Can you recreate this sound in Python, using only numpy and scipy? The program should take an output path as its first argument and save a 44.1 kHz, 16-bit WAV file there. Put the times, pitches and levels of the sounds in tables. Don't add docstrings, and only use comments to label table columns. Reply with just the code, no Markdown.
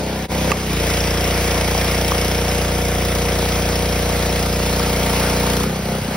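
import sys
import numpy as np
from scipy import signal
from scipy.fft import rfft, irfft
from scipy.io import wavfile
from scipy.ndimage import uniform_filter1d

SR = 44100
rng = np.random.default_rng(int(sys.argv[2]) if len(sys.argv) > 2 else 0)


def dump(signal):
    limited = np.clip(np.atleast_2d(signal).T, -1, 1)
    pcm = np.round(limited * 32767).astype(np.int16)
    wavfile.write(sys.argv[1], SR, pcm)


N = 271656
T = np.arange(N) / SR

# (time [s], load [0-1])
PUMP_LOAD = [(0, 0.02), (.62, 0.33), (.7, 0.1), (.8, 0.97), (5.62, 0.99), (5.69, 0.18), (6.16, 0.28)]
# (time [s], firing rate [Hz])
LOADED_RATE = [(.75, 29.25), (.9, 29.05), (1, 29.45), (1.19, 29.52), (1.29, 29.85), (2, 29.83),
               (2.3, 29.95), (2.6, 29.84), (3, 29.83), (3.25, 29.7), (3.55, 29.83), (4.4, 29.81),
               (4.7, 29.89), (5.1, 29.8), (5.7, 29.83)]
# (time [s], share [0-1])
LOW_PERSPECTIVE = [(0, 0), (4.4, 0.23), (4.95, 0.56), (6.16, 0.86)]
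# (order [x firing rate], level [dB])
FREE_ORDERS = [(1, -30), (2, -1), (3, -6), (4, -7), (5, -1.5), (6, -1.5), (7, -2.5), (8, -11), (9, -6.5),
               (10, -10.5), (11, -7.5), (12, -25), (13, -7.5), (14, -4), (15, -17), (16, -7), (17, -6.5),
               (18, -11), (19, -8), (20, -19), (21, -14), (22, -27), (23, -12), (24, -8), (25, -36),
               (26, -11), (27, -12), (28, -12), (29, -11), (30, -15), (31, -16), (32, -17)]
FREE_LOW_ORDERS = [(1, -28), (2, -0.5), (3, -6.5), (4, -2), (5, 4), (6, 3.5), (7, 1), (8, -12), (9, -17),
                   (10, -19), (11, -4), (12, -4), (13, -6), (14, -7.5), (15, -9), (16, -9), (17, -5.5),
                   (18, -3), (19, -15), (20, -9), (21, -15), (22, -7), (23, -12), (24, -13), (25, -12),
                   (26, -13), (27, -24), (28, -21), (29, -13), (30, -31), (31, -37), (32, -26)]
LOADED_ORDERS = [(1, -23), (2, 0.5), (3, -3), (4, -7.5), (5, -4), (6, -3), (7, -6), (8, -13), (9, -11),
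                 (10, -13), (11, -9), (12, -8), (13, -11.5), (14, -20), (15, -7), (16, -2), (17, -15.5),
                 (18, -8), (19, -9.5), (20, -8.5), (21, -14), (22, -11), (23, -14.5), (24, -9), (25, -10),
                 (26, -32), (27, -52), (28, -21.5), (29, -67), (30, -28), (31, -17.5), (32, -20)]
LOADED_LOW_ORDERS = [(1, -22), (2, -1), (3, -7.5), (4, -7), (5, -4.5), (6, -2), (7, -1), (8, -24), (9, -5),
                     (10, -10), (11, -35), (12, -16), (13, -7.5), (14, -8), (15, -16), (16, -3), (17, -8),
                     (18, -12), (19, -8), (20, -10.5), (21, -20), (22, -8), (23, -11), (24, -16.5),
                     (25, -11), (26, -17), (27, -49), (28, -29), (29, -45), (30, -10), (31, -6), (32, -22)]
FREE_BLOWS = [(1, -.04, 0, 0), (4, .5, 1.3, .8), (9, .255, 0, 0)]
LOADED_BLOWS = [(1, -.058, 0, -.4), (5, .474, -.2, -.4), (9, .474, -.8, 0), (10, .474, 2.1, 0),
                (17, .474, 4.2, -2.1), (21, .244, -2.2, 0)]
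# (time [s], bark change [dB], pop pitch [Hz], pop level [dB])
STUMBLES = [(5.67, 3.5, 190, -27), (5.801, 1, 190, -36), (5.833, -4.5, 110, -15), (6.018, -9, 134, -8.5),
            (6.055, -0.5, 150, -24), (6.083, -6, 248, -12)]
# (time [s], gain [dB])
MACHINE_RIDE = [(0, 0.5), (.24, -1), (.33, 2), (.51, 5), (.53, -0.5), (.64, -0.5), (.71, 3.5), (.8, 0),
                (5.62, 0), (5.7, -1), (5.81, -3), (5.9, -1), (6, -3.5), (6.16, -4)]
# (frequency [Hz], level [dB])
GAS_SPECTRUM = [(120, -30), (300, -14), (800, -9), (1500, -13), (2300, -8), (4200, -7), (7000, -14),
                (11000, -11), (16000, -9.5)]
# (time [s], level [dB], centre [Hz])
STRONG_VALVE_JETS = [(2.081, -18, 8000), (2.2134, -25, 9000), (2.2812, -22, 8000), (5.367, -41, 4500),
                     (5.468, -32, 4000), (5.5004, -18, 3300), (5.534, -22, 3500), (5.5675, -17, 4000),
                     (5.601, -24, 7060), (5.635, -25, 5500)]
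# (place [cycles], level [dB])
VALVE_CLACKS = [(.02, -2.5), (.35, -0.5), (.53, -2.5)]
# (frequency [Hz], level [dB], t60 [s])
VALVE_MODES = [(4920, 2, 0.022), (5100, 0.5, 0.038), (5276, 2.5, 0.045), (5440, -1, 0.034),
               (5586, 9.5, 0.04), (5810, 2, 0.032), (2207, 1, 0.03), (2230, -2, 0.04), (3274, -2, 0.06),
               (3357, -6.5, 0.072)]
# (time [s], centre [Hz])
VALVE_FOCUS = [(0, 5060), (1, 5200), (1.3, 5470), (2.4, 5240), (2.9, 5330), (3.6, 5640), (4.1, 5130),
               (4.7, 5400), (5.1, 5400), (6.16, 5100)]
# (order [x firing rate], level [dB])
WHINE_ORDERS = [(45, -17), (48.5, -15)]
# (frequency [Hz], level [dB])
HISS_SPECTRUM = [(30, -10), (45, -20), (90, -19), (250, -13), (600, -6.5), (950, -11.5), (1100, -10.5),
                 (1450, -10.5), (1850, -10.5), (2200, -8), (2600, -11), (3300, -12), (3700, -14),
                 (4400, -13), (6000, -13.5), (9000, -16.5), (12000, -16), (16000, -16)]
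# (time [s], gain [dB])
LANCE_SWEEP = [(0, 0), (.85, 1.5), (2.15, 2), (2.75, 0.5), (3.7, 0.5), (4.6, 0.5), (5.3, 1.5), (5.6, 0),
               (6.16, 2.7)]
# (centre [Hz], width [Hz], gain low down [dB], gain per sweep [dB/dB])
HISS_BANDS = [(1290, 540, 5, 0.33), (2000, 510, -1, .5), (890, 110, 6, 1.5)]
# (time [s], gain [dB])
HISS_SCOOP = [(0, 0.5), (.6, -2.5), (1.3, -3), (2.3, -2.5), (2.9, -7.5), (3.5, -0.5), (5.2, 0), (6.16, 2.5)]
# (frequency [Hz], level [dB], t60 [s])
LANCE_MODES = [(1160, 0, .017), (850, -12, .014), (1600, -6, .008), (2050, -4, .008), (2600, 2, .009),
               (3900, -14, .006), (4800, -13, .012), (6000, -12, .008), (7000, -8, .005), (8800, -13, .004),
               (11500, -16, .004), (14800, -18, .003)]
# (time [s], level [dB], extra snap on the upper modes [dB])
LANCE_KNOCKS = [(.5175, -14, 8), (.5187, -3.5, -9), (.5212, -5.5, -16)]
# (frequency [Hz], likeness [0-1])
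STEREO_LIKENESS = [(60, 1), (90, .9995), (150, .999), (260, .997), (500, .95), (800, .8), (1200, .66),
                   (1900, .85), (2750, .4), (3600, .68), (4500, .5), (5200, .85), (6300, .7), (7100, .99),
                   (7800, .99), (8800, .62), (9900, .99), (10800, .99), (11900, .64), (13200, .99),
                   (14000, .99), (15000, .6)]
# (frequency [Hz], left lead [rad])
STEREO_PHASE = [(0, 0), (220, -.03), (600, -.3), (1640, -.3), (3000, 1.2), (4300, .9), (5000, .4),
                (6000, 1.6), (6800, 3.1), (8000, 3.2), (9700, 6.3), (11000, 6.3), (12900, 9.4),
                (14300, 9.5), (15800, 12.1)]
# (frequency [Hz], left minus right [dB])
STEREO_BALANCE = [(60, 0), (200, 0), (330, 1.5), (500, 2.5), (770, 1), (1170, -.5), (1800, .5), (2740, -.5),
                  (6400, 0)]

TRIGGER_OPENS, TRIGGER_CLOSES = (.612, .135), (5.607, .078)  # (start [s], travel [s])
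FREE_HZ, CREEP_HZ_PER_S, RELEASED_HZ = 31.44, .69, 31.228
OVERSHOOT_HZ, RECOVER_S = 1.086, .057
DIP_S, DIP_HALF_WIDTH_S, DIP_DB = 0.279, 0.034, -23


def engine_thump(turns, load, low):
    waver, slip = drift(per_s=12, count=len(FREE_ORDERS)), drift(per_s=9, count=len(FREE_ORDERS))
    echoes = .6 * rng.standard_normal(len(FREE_ORDERS))
    loose = 1 + (1 - load) * (3.4 + 0.3 * low) + 6 * load * (1 - load)
    cycles = int(turns[-1]) + 2
    firing_strength = np.interp(turns - .55, np.arange(cycles), rng.standard_normal(cycles))
    stumble_db = sum(db * np.exp(-((T - s) / .014) ** 2) for s, db, *_ in STUMBLES)
    thump_db = -27.5 + 6 * load
    bark_db = -0.43 - 2.5 * load + 2.5 * low + stumble_db
    bark_db += (0.16 + (1 - load) * .7 * low) * firing_strength
    duck_db = -14 * sum(np.exp(-4 * ((T - s - travel / 2) / travel) ** 4)
                        for s, travel in (TRIGGER_OPENS, TRIGGER_CLOSES))
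    tones = np.array([FREE_ORDERS, FREE_LOW_ORDERS, LOADED_ORDERS, LOADED_LOW_ORDERS])
    blend = np.array([(1 - load) * (1 - low), (1 - load) * low, load * (1 - low), load * low])
    out = np.zeros((2, N))
    for i, order in enumerate(tones[0, :, 0]):
        db = tones[:, i, 1] @ blend + thump_db + (order > 3) * bark_db + (order > 16) * duck_db
        db += .03 * order * loose * waver[i]
        phase = 2 * np.pi * order * turns + blow_phase(order, load, low)
        phase += (order > 9) * echoes[i] * (.3 + .7 * load) + .008 * order * loose * slip[i]
        out += amp(db) * np.array([np.cos(phase), np.sin(phase + 2.05 * waver[i])])
    return out


def blow_phase(order, load, low):
    def phasor(blows):
        _, place, radians, even = [row for row in blows if row[0] <= order][-1]
        return np.exp(1j * (radians + even * (1 - order % 2) - 2 * np.pi * order * place))

    second_blow = .75 * (1 - low / 2) * np.exp(1j * (np.pi - 2 * np.pi * order * .525))
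    free = phasor(FREE_BLOWS) + (order >= 9) * second_blow
    return np.angle((1 - load) * free + load * phasor(LOADED_BLOWS))


def firing_rate():
    opened, closed = (np.clip((T - s) / travel, 0, 1) for s, travel in (TRIGGER_OPENS, TRIGGER_CLOSES))
    creeping = FREE_HZ + CREEP_HZ_PER_S * np.minimum(T, sum(TRIGGER_OPENS))
    free = np.where(closed > 0, RELEASED_HZ, creeping)
    sag = opened * (1 - closed) * (curve(LOADED_RATE) - free)
    overshoot = closed * OVERSHOOT_HZ * np.exp(-np.maximum(T - sum(TRIGGER_CLOSES), 0) / RECOVER_S)
    return free + sag + overshoot


def valve_clatter(turns, load, ring_db):
    jet = noise(lambda hz: amp(read(GAS_SPECTRUM, hz)), patchy_db=1.5)
    jet *= amp(6.5) * burst(turns, at=0.165, decay=0.28, spread_db=1.5)
    puff = noise(lambda hz: 1 / (1 + ((hz - 1000) / 300) ** 2), patchy_db=-4.5)
    puff *= amp(4.0) * burst(turns, at=0.36, decay=0.059, spread_db=0)
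    clack = noise(lambda hz: 1 / (1 + ((hz - 2200) / 500) ** 2), patchy_db=2.5)
    clack *= sum(amp(db) * burst(turns, at=at, decay=0.048, spread_db=1.5) for at, db in VALVE_CLACKS)
    first_ring = valve_ring(turns, at=.18, spread_db=2.5)
    second_ring = amp(-7.5) * valve_ring(turns, at=.44, spread_db=7.5)
    ring = amp(ring_db + 0.5) * (first_ring + second_ring)
    return (0.75 + 0.32 * load) * jet + (0.27 + 0.68 * load) * (ring + puff + clack)


def valve_ring(turns, at, spread_db, detune=.02, focus_width_hz=660):
    blows = np.flatnonzero(np.diff(np.floor(turns - at)))
    t, out = np.arange(3000) / SR, np.zeros((2, N))
    for hz, db, t60 in VALVE_MODES:
        onsets = np.minimum(blows + rng.integers(0, 40, len(blows)), N - 1)
        tuning = rng.integers(-1, 2, len(blows))
        strength = amp(spread_db * rng.standard_normal((len(blows), 2))).T
        off_focus = np.minimum(((hz - curve(VALVE_FOCUS)[blows]) / focus_width_hz) ** 2, 2)
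        strength *= amp(-6 * off_focus * (hz > 4500))
        envelope = amp(db - 60 * t / t60) * np.minimum(t / 0.0011, 1)
        for step in (-1, 0, 1):
            strikes = np.zeros((2, N))
            strikes[:, onsets] = strength * (tuning == step)
            mode = envelope * np.sin(2 * np.pi * hz * (1 + detune * step) * t)
            out += signal.oaconvolve(strikes, mode[None])[:, :N]
    return unit_rms(out)


def strong_valve_jets(t60=0.025):
    t, out = np.arange(3000) / SR, np.zeros((2, N))
    for s, db, hz in STRONG_VALVE_JETS:
        band = signal.butter(1, [hz / 2, min(hz * 2, 18000)], "band", fs=SR, output="sos")
        jet = unit_rms(signal.sosfilt(band, rng.standard_normal((2, len(t)))))
        out[:, round(s * SR):][:, :len(t)] += jet * amp(db - 60 * t / t60)
    return out


def hiss_bed():
    rush = noise(lambda hz: amp(read(HISS_SPECTRUM, hz)), patchy_db=1.42)
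    return amp(4.0 + .5 * drift(per_s=8, count=1)[0]) * rush


def spray_sweep(hiss, load, low, sweep_db):
    treble_db = -6 + 1.54 * load + 3 * low
    out = hiss + zero_phase(hiss, 2, 6500, "high") * (amp(treble_db) - 1)
    for hz, width_hz, low_db, per_sweep in HISS_BANDS:
        band = zero_phase(hiss, 1, [hz - width_hz / 2, hz + width_hz / 2], "band")
        out += band * (amp(low_db * low + per_sweep * sweep_db) - 1)
    out += zero_phase(hiss, 1, (4000, 4500), "band") * (amp(curve(HISS_SCOOP)) - 1)
    return amp(-32.5 + 5 * load + sweep_db) * out


def lance_knock():
    t, out = np.arange(2000) / SR, np.zeros((2, N))
    attack = np.minimum(t / 0.0003, 1)
    for s, knock_db, snap_db in LANCE_KNOCKS:
        for hz, db, t60 in LANCE_MODES:
            envelope = attack * amp(knock_db + db + (hz > 1300) * snap_db - 60 * t / t60)
            start_phase = (hz != LANCE_MODES[0][0]) * rng.random()
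            ring = envelope * np.sin(2 * np.pi * (hz * t + start_phase))
            pan = amp([[-8 * (hz < 3500)], [0]])
            out[:, round(s * SR):][:, :len(t)] += pan * ring
    return out


def muffler_pops(rise_s=.003, t60=.05):
    out = np.zeros((2, N))
    for s, _, hz, db in STUMBLES:
        t = np.maximum(T - s, 0)
        out[0] += amp(db - 60 * t / t60) * np.minimum(t / rise_s, 1) * np.sin(2 * np.pi * hz * t)
    return out


def whistle(start_s=4.522, length_s=.045, from_hz=5020, to_hz=5330):
    progress = np.clip((T - start_s) / length_s, 0, 1)
    cycles = length_s * (from_hz * progress + (to_hz - from_hz) * progress ** 2 / 2)
    return amp(-28) * np.sin(np.pi * np.sqrt(progress)) * np.sin(2 * np.pi * cycles) * np.ones((2, 1))


def whine(turns, load):
    waver = drift(per_s=7, count=len(WHINE_ORDERS))
    tones = sum(amp(db + 4.7 * wobble) * np.cos(2 * np.pi * order * turns + 2.8 * wobble)
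                for (order, db), wobble in zip(WHINE_ORDERS, waver))
    return (1 - load) * tones * np.where((T > DIP_S) & (T < 1), .3, 1)


def stereo_image(pair):
    hz = np.fft.rfftfreq(N, 1 / SR)
    likeness = np.clip(read(STEREO_LIKENESS, hz), 0, 1)
    steer = np.exp(.5j * np.interp(hz, *np.transpose(STEREO_PHASE))) * amp(read(STEREO_BALANCE, hz) / 2)
    mid, side = rfft(pair) * [np.sqrt((1 + likeness) / 2), np.sqrt((1 - likeness) / 2)]
    return irfft(np.array([(mid + side) * steer, (mid - side) / steer]), N)


def burst(turns, at, decay, spread_db):
    since = turns - at + 1
    strength = amp(spread_db * rng.standard_normal(int(since[-1]) + 1))
    return strength[since.astype(int)] * np.exp(-(since % 1) / decay) * np.minimum(since % 1 / 0.0065, 1)


def noise(gain, patchy_db):
    frames, hz = N // 128 + 5, np.fft.rfftfreq(512, 1 / SR)
    a, b, c, d, patches = rng.standard_normal((frames, 257, 5)).T
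    patches = unit_rms(uniform_filter1d(uniform_filter1d(patches, 6, 0), 16, 1))
    spectra = np.array([a + 1j * b, c + 1j * d]) * gain(hz)[:, None] * amp(patchy_db * patches)
    return unit_rms(signal.istft(spectra, nperseg=512, noverlap=384)[1][:, :N])


def drift(per_s, count):
    knots = rng.standard_normal((count, int(T[-1] * 60) + 2))
    smooth = uniform_filter1d(uniform_filter1d(knots, max(int(60 / per_s), 1)), 2)
    return [np.interp(T * 60, np.arange(len(row)), row) for row in unit_rms(smooth)]


def zero_phase(x, order, hz, kind):
    return signal.sosfiltfilt(signal.butter(order, hz, kind, fs=SR, output="sos"), x)


def amp(db):
    return 10 ** (np.asarray(db) / 20)


def unit_rms(x):
    return x / np.sqrt(np.mean(x ** 2) + 1e-20)


def read(points, hz):
    knots_hz, values = np.transpose(points)
    return np.interp(np.log(hz + 1), np.log(knots_hz + 1), values)


def curve(rows):
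    return np.interp(T, *np.transpose(rows))


def scene():
    turns = np.cumsum(firing_rate()) / SR + .165
    load, low, sweep_db = curve(PUMP_LOAD), curve(LOW_PERSPECTIVE), curve(LANCE_SWEEP)
    ring_db = -13 + 3 * load - 4 * low + 2.2 * sweep_db
    texture = hiss_bed() + valve_clatter(turns, load, ring_db) + whine(turns, load)
    machine = engine_thump(turns, load, low) + spray_sweep(texture, load, low, sweep_db)
    dip_db = DIP_DB * np.clip(1 - abs(T - DIP_S) / DIP_HALF_WIDTH_S, 0, 1) ** 1.7
    machine *= amp(curve(MACHINE_RIDE) + dip_db)
    return stereo_image(machine + muffler_pops() + whistle() + strong_valve_jets()) + lance_knock()


def record(dry):
    return signal.oaconvolve(dry, signal.firwin(1023, 15760, window=("kaiser", 10), fs=SR)[None], "same")


dry = scene()
out = record(dry)
dump(out)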